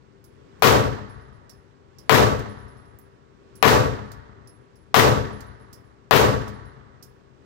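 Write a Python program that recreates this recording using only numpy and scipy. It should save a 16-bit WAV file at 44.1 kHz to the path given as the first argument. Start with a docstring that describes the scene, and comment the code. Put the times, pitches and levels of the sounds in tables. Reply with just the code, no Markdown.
"""Five single pistol shots crack close by in a booth of an indoor range and roll down the hall. Each blast is
ringing noise with a rasp at the overloaded left microphone; it briefly deafens the right one. The hall is dense
noise echoes, split into bands that die at their own rates; the bass starts weak, then rises. Around the shots
the trigger clicks (noise snaps) and brass bounces and rings (fluttering modes). Ventilation hums steadily
(coloured noise, wavering tones), heard more faintly after each shot, then louder again."""
import sys
import numpy as np
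from scipy import signal
from scipy.fft import rfft, irfft, next_fast_len
from scipy.io import wavfile
from scipy.ndimage import uniform_filter1d

SR = 44100
rng = np.random.default_rng(int(sys.argv[2]) if len(sys.argv) > 2 else 0)


def master(y):
    """Save y as 16-bit WAV."""
    cut = np.clip(np.atleast_2d(y).T, -1, 1)
    pcm = np.round(cut * 32767)  # scale
    wavfile.write(sys.argv[1], SR, pcm.astype(np.int16))


N = 328545

# the shots: (time [s], relative level [dB], initial dropout of the right microphone [dB])
SHOT_LIST = [(0.623, 0.5, 8.5), (2.0950, 1, 19), (3.6270, 1, 23), (4.9433, 1, 11.5), (6.1101, 0.8, 27.5)]
# how alike the sound is at the two microphones: (frequency [Hz], likeness [0-1])
MIC_LIKENESS = [(110, .95), (200, 0.05), (400, 0.7), (800, 0.16), (1300, 0.84), (2400, 0)]
RIGHT_LEAD = 24  # samples by which noise and echoes reach the right microphone first


def gain_of(db):
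    """Turns decibels into an amplitude factor."""
    return 10 ** (np.asarray(db) / 20)


def evened(x):
    """Scales to rms 1."""
    return x / np.sqrt(np.mean(x ** 2) + 1e-20)


def bins(x):
    """Gives the frequencies in the spectrum of x, in Hz."""
    return np.fft.rfftfreq(x.shape[-1], 1 / SR)


def read(points, hz):
    """Reads a table on a log-frequency axis."""
    f, value = np.transpose(points)
    return np.interp(np.log(hz + 1), np.log(f + 1), value)


def dying(t, t60):
    """Falls exponentially, by 60 dB in t60 seconds."""
    return np.exp(-np.log(1000) * t / np.maximum(t60, 1e-3))


def add(mix, s, sound):
    """Adds a stereo sound to the mix at s seconds."""
    part = mix[:, round(s * SR):][:, :sound.shape[-1]]
    part += sound[:, :part.shape[-1]]


def pink(white):
    """Tilts the spectrum of white noise to unit power in every octave, easing off below 20 Hz."""
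    hz = bins(white)
    return rfft(white) * np.sqrt(SR / 2 / np.log(2) * hz / (hz ** 2 + 20 ** 2))


def coloured(white, points):
    """Gives white noise the stated level in each octave."""
    return irfft(pink(white) * gain_of(read(points, bins(white))), white.shape[-1])


def hiss(points, shape):
    """Makes steady noise with the stated level in each octave."""
    return coloured(rng.standard_normal(shape), points)


def blend(a, b, likeness):
    """Mixes unrelated noises so that the result resembles a by the given likeness."""
    c = np.clip(read(likeness, bins(a)), 0, 1)
    return irfft(c * rfft(a) + np.sqrt(1 - c ** 2) * rfft(b), a.shape[-1])


def heard_air_level(low_after_s=.1):
    """Heard level of the air in dB: low after each shot, then rising steadily."""
    low_db, low_until_s, rise_db_per_s = -1.6, 1.225, 16.5  # low_until_s counts from the shot
    first_rise_s = 0.24  # before the first shot
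    t = np.arange(N) / SR
    rise_from = np.full(N, first_rise_s)
    for s, _, _ in SHOT_LIST:
        rise_from[t > s + low_after_s] = s + low_until_s
    return low_db + rise_db_per_s * np.maximum(t - rise_from, 0)


def ventilation(waver, wander=0.52):
    """Rumbling ducts and rushing air as noise, plus fan tones that waver in level and phase."""
    # air noise before heard_air_level:
    # (frequency [Hz], left density [dB per Hz], right density [dB per Hz])
    air_colour = [(20, -99.5, -110), (42.6, -78.5, -103.5), (79.9, -72, -94.5), (160, -77, -92),
                  (280, -79, -87), (420, -83, -81), (734, -95, -94.5), (1080, -91, -91.5),
                  (1970, -101, -99), (2993, -109, -103), (5200, -129, -106), (8500, -135, -114),
                  (9700, -138, -128), (16000, -140, -131)]
    # fan tones before heard_air_level: (frequency [Hz], left level [dB], right level [dB])
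    fan_tones = [(132, -58.5, -88), (392, -63, -64), (1114, -77, -78.5)]
    a, b = rng.standard_normal((2, next_fast_len(N, real=True)))
    hz, t = bins(a), np.arange(N) / SR
    air_db = np.array([read(np.array(air_colour)[:, [0, side]], hz) for side in (1, 2)])
    pair = np.array([a, blend(a, b, MIC_LIKENESS)])
    spectrum = rfft(pair) * gain_of(air_db) * np.sqrt(SR / 2)
    air = irfft(spectrum, len(a))[:, :N]
    air[1] = np.roll(air[1], -RIGHT_LEAD)
    knots = np.arange(0, N / SR + 1, 1 / 10)  # ten random turns a second
    for f, left_db, right_db in fan_tones:
        swell, drift = (np.interp(t, knots, rng.standard_normal(len(knots))) for _ in range(2))
        tone = np.sqrt(2) * (1 + waver * swell) * np.sin(2 * np.pi * f * t + wander * drift)
        air += gain_of([[left_db], [right_db]]) * tone
    return air


def struck(x):
    """Scales a small hit to rms 1 over its first 30 ms."""
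    return x / np.sqrt(np.mean(x[:, :round(.03 * SR)] ** 2))


def tick(t, t60, room_db, bright_db=0, room_t60=0.43, snap=1.8, snap_t60=0.0041):
    """A sharp noise snap, its scatter in the booth and a faint tail; bright_db tilts it per octave."""
    # tone colour of a tick: (frequency [Hz], relative level in each octave [dB])
    tick_colour = [(1500, -27), (3400, -16.5), (4800, 0.5), (8000, -0.5), (9500, -1.5), (12000, 4.5),
                   (15000, 3)]
    fall = snap * dying(t, snap_t60) + dying(t, t60) + gain_of(room_db) * dying(t, room_t60)
    colour = [(hz, db + bright_db * np.log2(hz)) for hz, db in tick_colour]
    return struck(hiss(colour, (2, len(t))) * fall)


def ring(modes, t, blur_hz, blur):
    """Dying modes; the case spins and the walls scatter its sound, so each one flutters."""
    out = np.zeros((2, len(t)))
    r = np.exp(-np.pi * abs(blur_hz) / SR)
    for hz, db, t60 in modes:
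        kicks = rng.standard_normal(out.shape) + 1j * rng.standard_normal(out.shape)
        flutter = signal.lfilter([np.sqrt((1 - r * r) / 2)], [1, -r], kicks)
        start_phase = np.exp(2j * np.pi * rng.random((2, 1)))
        tone = np.exp(2j * np.pi * hz * t) * start_phase
        out += gain_of(db) * dying(t, t60) * (tone * (1 + blur * flutter)).real
    return struck(out)


def brass(t, tick_db, clink_db, ring_db):
    """One strike of a case: a tick, a short clink and the thin ring of its mouth."""
    # modes of the clink: (frequency [Hz], relative level [dB], t60 [s])
    clink_modes = [(4740, -13, .06), (4900, -6, .07), (5260, -0.5, 0.21), (5000, -4.5, 0.15),
                   (5400, 0.5, 0.11), (5500, 4.5, 0.087), (5800, -13, 0.073), (6310, -13, 0.058)]
    # modes of the case mouth: (frequency [Hz], relative level [dB], t60 [s])
    mouth_modes = [(10200, 9.5, 0.35), (10800, -11, .2), (10400, 1, 0.32)]
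    snap = tick(t, t60=.11, room_db=-20.5, snap=.4)
    clink = ring(clink_modes, t, blur_hz=297.6, blur=1.5)
    mouth = ring(mouth_modes, t, blur_hz=30, blur=.9)
    return gain_of(tick_db) * snap + gain_of(clink_db) * clink + gain_of(ring_db) * mouth


def bounces(s, db, hop_s, loss_db, lasts_s, count=7):
    """Times and levels of a case's bounces: each hop is shorter, each level changes by -loss_db."""
    hop_share = 0.96  # each hop lasts this share of the one before
    k = np.arange(count)
    hops = hop_s * hop_share ** k
    after_s = np.cumsum(hops) - hops
    return np.c_[s + after_s, db - loss_db * k][after_s <= lasts_s]


def small_metal(left_db=-17):
    """Trigger clicks and knocking, bouncing brass, which the right microphone hears best."""
    # levels in these three tables are those at the right microphone
    # trigger and action clicks: (time [s], level [dB], brightness [dB per octave])
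    click_list = [(.595, -68.5, 5), (.992, -79, 19), (2.393, -48, -6), (2.988, -50.5, 12),
                  (4.1177, -47.5, -6), (5.4066, -47.5, -6.5), (6.368, -57, -10), (6.4797, -47, -7)]
    # single sharp knocks of brass: (time [s], tick level [dB], clink level [dB], mouth ring level [dB])
    knock_list = [(.242, -56.5, -66, -65), (1.495, -54, -48.5, -59), (1.985, -54.5, -50, -64),
                  (3.015, -77, -78, -68), (3.555, -54.5, -64, -52), (4.473, -61, -57, -54.5),
                  (4.7564, -69.5, -67, -65), (5.729, -49, -51, -64), (7.0262, -46.5, -51.5, -67)]
    # ejected cases: (landing time [s], mouth ring level [dB], first hop [s], loss per bounce [dB],
    # hopping time [s])
    case_list = [(1.0924, -62.5, 0.12, 6.5, .24), (2.4923, -59.5, .096, 2, .4),
                 (4.055, -77, 0.11, 0.5, .16), (5.3278, -60, .138, 3.5, .55), (6.419, -70, 0.12, -1.5, .25)]
    bounce_tick_db, bounce_clink_db = -12, -5.5  # relative to the ring of the case mouth
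    t, out = np.arange(16000) / SR, np.zeros((2, N))
    for s, db, bright_db in click_list:
        add(out, s, gain_of(db) * tick(t, t60=0.091, room_db=-24.5, bright_db=bright_db))
    for s, tick_db, clink_db, ring_db in knock_list:
        add(out, s, brass(t, tick_db, clink_db, ring_db))
    short_t = t[:len(t) // 2]
    for case in case_list:
        for s, db in bounces(*case):
            add(out, s, brass(short_t, db + bounce_tick_db, db + bounce_clink_db, db))
    return out * gain_of([[left_db], [0]])


def echoes(t, lumps_db=1.8, lump_s=0.008):
    """Dense echoes that arrive in clusters, at the right microphone just before the left."""
    x = rng.standard_normal((2, len(t)))
    early = np.sqrt(t + .01) * dying(t, .7)
    for _ in range(3):  # the loud early part holds all pitches evenly
        power = uniform_filter1d(abs(rfft(x * early)) ** 2, size=25) / np.sum(early ** 2)
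        x = irfft(rfft(x) / np.sqrt(power))
    clusters_db = lumps_db * np.interp(t / lump_s, np.arange(400), rng.standard_normal(400))
    right = np.roll(blend(x[0], x[1], MIC_LIKENESS), -RIGHT_LEAD)
    return np.array([x[0], right]) * gain_of(clusters_db)


def hall(patterns, t, build_s=0.042, deaf_s=0.064, knee=1.1):
    """The bass starts weak and rises within the first tens of ms; each band dies fast, then lingers in the long
    lanes."""
    # the colour of the hall, relative to the shot and before the resonances:
    # (frequency [Hz], left level in each octave [dB], right level in each octave [dB])
    hall_colour = [(30.5, -54, -67.5), (60.5, -32.5, -46), (125, -14, -29.5), (250, -12, -21.5),
                   (480, -11, -8), (944, -7.5, -6.5), (1850, -14.5, -14), (2424, -17, -13),
                   (4000, -21.5, -13), (5900, -37, -13), (9700, -64, -23), (11300, -31, -17),
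                   (16000, -47, -17.5)]
    # resonances and gaps of hall and booth: (frequency [Hz], width at half the dB [Hz], gain [dB])
    hall_modes = [(67.7, 7.2, 12), (107.1, 13, 7), (135, 39, 8), (183, 31, -11.5), (202.3, 16, 9),
                  (270.6, 82, 4), (333, 15, -6), (386, 32, 6), (431.5, 25, 7), (448, 25, 7.5),
                  (498.7, 36, 5), (582, 60, 4), (750, 17, 3.5), (790, 51, -4.5), (883, 32, 3), (930, 29, 2),
                  (988, 5.7, 9), (1132.5, 19, 8.5), (1190, 30, 5), (1280, 160, 3), (1528, 12, 4.5),
                  (1733, 62, 5), (1892, 26, 7.5), (2057, 32, 4.5)]
    # late tail from the long lanes, relative to the hall: (frequency [Hz], level [dB])
    lane_levels = [(60, -27), (125, -18), (450, -36.5), (1000, -29), (1850, -22.5), (2400, -31.5),
                   (3700, -25), (10000, -33.5)]
    # loss at the right microphone just after a blast: (frequency [Hz], loss [dB])
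    deafness = [(60, 16), (125, 30), (400, 22), (900, 28.5), (2400, 8.5), (12000, 1)]
    hall_t60_s, dull_hz = .56, 33400  # the air shortens the hall's decay, to half at dull_hz
    boom_s, boom_hz = 1.3, 84.6  # added decay time in the deep bass, half of it at boom_hz
    build_db, build_hz = 36, 258  # the deepest bass starts this far down; half as far at build_hz
    lanes_t60_s, lanes_dull_hz = 2.003, 7700  # the late tail's decay, halved at lanes_dull_hz

    hz, out = bins(t), np.zeros(patterns.shape, np.float32)
    modes_db = sum(db / (1 + (2 * (hz - f) / width) ** 2) for f, width, db in hall_modes)
    z = (pink(patterns) * gain_of(modes_db)).astype(np.complex64)
    centres = [row[0] for row in hall_colour]
    unbuilt, deaf = np.exp(-t / build_s), np.exp(-(t / deaf_s) ** knee)
    # each band fades into its neighbours
    for share, (f, left_db, right_db) in zip(np.eye(len(hall_colour)), hall_colour):
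        band = irfft(z * np.float32(read(np.c_[centres, share], hz)))
        near_t60 = hall_t60_s / (1 + f / dull_hz) + boom_s / (1 + (f / boom_hz) ** 3)
        near = dying(t, near_t60)
        lanes = gain_of(read(lane_levels, f)) * dying(t, lanes_t60_s / (1 + f / lanes_dull_hz))
        fall = np.hypot(near, lanes) * gain_of(-build_db / (1 + f / build_hz) * unbuilt)
        right_gain = gain_of(right_db - read(deafness, f) * deaf)
        out += band * np.float32([fall * gain_of(left_db), fall * right_gain])
    return out


def shots(blast_t60=0.023, blast_db=5, rasp_t60=0.22, rasp_db=-1, spiky=1.4,
          slap_db=-4, slap_t60=0.16, dropout_s=0.033):
    """Gun and walls stay put, so every shot wakes nearly the same echoes."""
    # how alike the echoes of two shots are: (frequency [Hz], likeness [0-1])
    shot_likeness = [(100, 0.96), (1200, 0.86), (3500, 0.5), (9000, 0.4)]
    # muzzle blast ringing in the booth: (frequency [Hz], relative level in each octave [dB])
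    blast_colour = [(100, -41), (400, -37), (800, -1), (1100, -11), (1600, -17.5), (3000, -25.5),
                    (8000, -48)]
    # rasp of the overloaded microphone: (frequency [Hz], relative level in each octave [dB])
    rasp_colour = [(500, -33.5), (2000, -12.5), (4000, -16), (6000, -25), (8000, -43.5), (9200, -47.5),
                   (10500, -47.5), (12000, -18.5), (16000, -24.5)]
    length = 65536  # samples in one shot
    t, out = np.arange(length) / SR, np.zeros((2, N))
    booth = gain_of(blast_db) * hiss(blast_colour, length) * dying(t, blast_t60)
    own_echoes = rng.standard_normal((len(SHOT_LIST), 2, length))
    patterns = blend(echoes(t), own_echoes, shot_likeness)
    since_slap = t - .048
    slap = gain_of(slap_db) * (since_slap > 0) * dying(abs(since_slap), slap_t60)  # a hard wall answers
    overload = gain_of(rasp_db) * (dying(t, rasp_t60) + slap)
    for (s, db, dropout_db), shot in zip(SHOT_LIST, hall(patterns, t)):
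        left = shot[0] + booth
        right = shot[1] * gain_of(-dropout_db * np.exp(-t / dropout_s))
        # the overloaded left microphone rasps at the pressure peaks
        peaks = abs(left) / np.sqrt(abs(uniform_filter1d(left ** 2, size=900)) + 1e-12)
        spikes = rng.standard_normal(length) * evened(peaks ** spiky)
        rasp = overload * coloured(spikes, rasp_colour)
        add(out, s, gain_of(db) * np.array([left + rasp, right]))
    return out


def scene():
    """Ventilation, small metal and the shots."""
    air = ventilation(waver=0.2) * gain_of(heard_air_level())
    return air + small_metal() + shots()


def record(dry):
    """The microphones flatten the highest peaks; then a low-pass limits the band."""
    ceiling, edge_hz = .9, 15900
    flattened = dry / (1 + (dry / ceiling) ** 4) ** (1 / 4)
    low_pass = signal.firwin(511, edge_hz, window=("kaiser", 9), fs=SR)
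    return signal.oaconvolve(flattened, low_pass[None], "same")


dry = scene()
out = record(dry)
master(out)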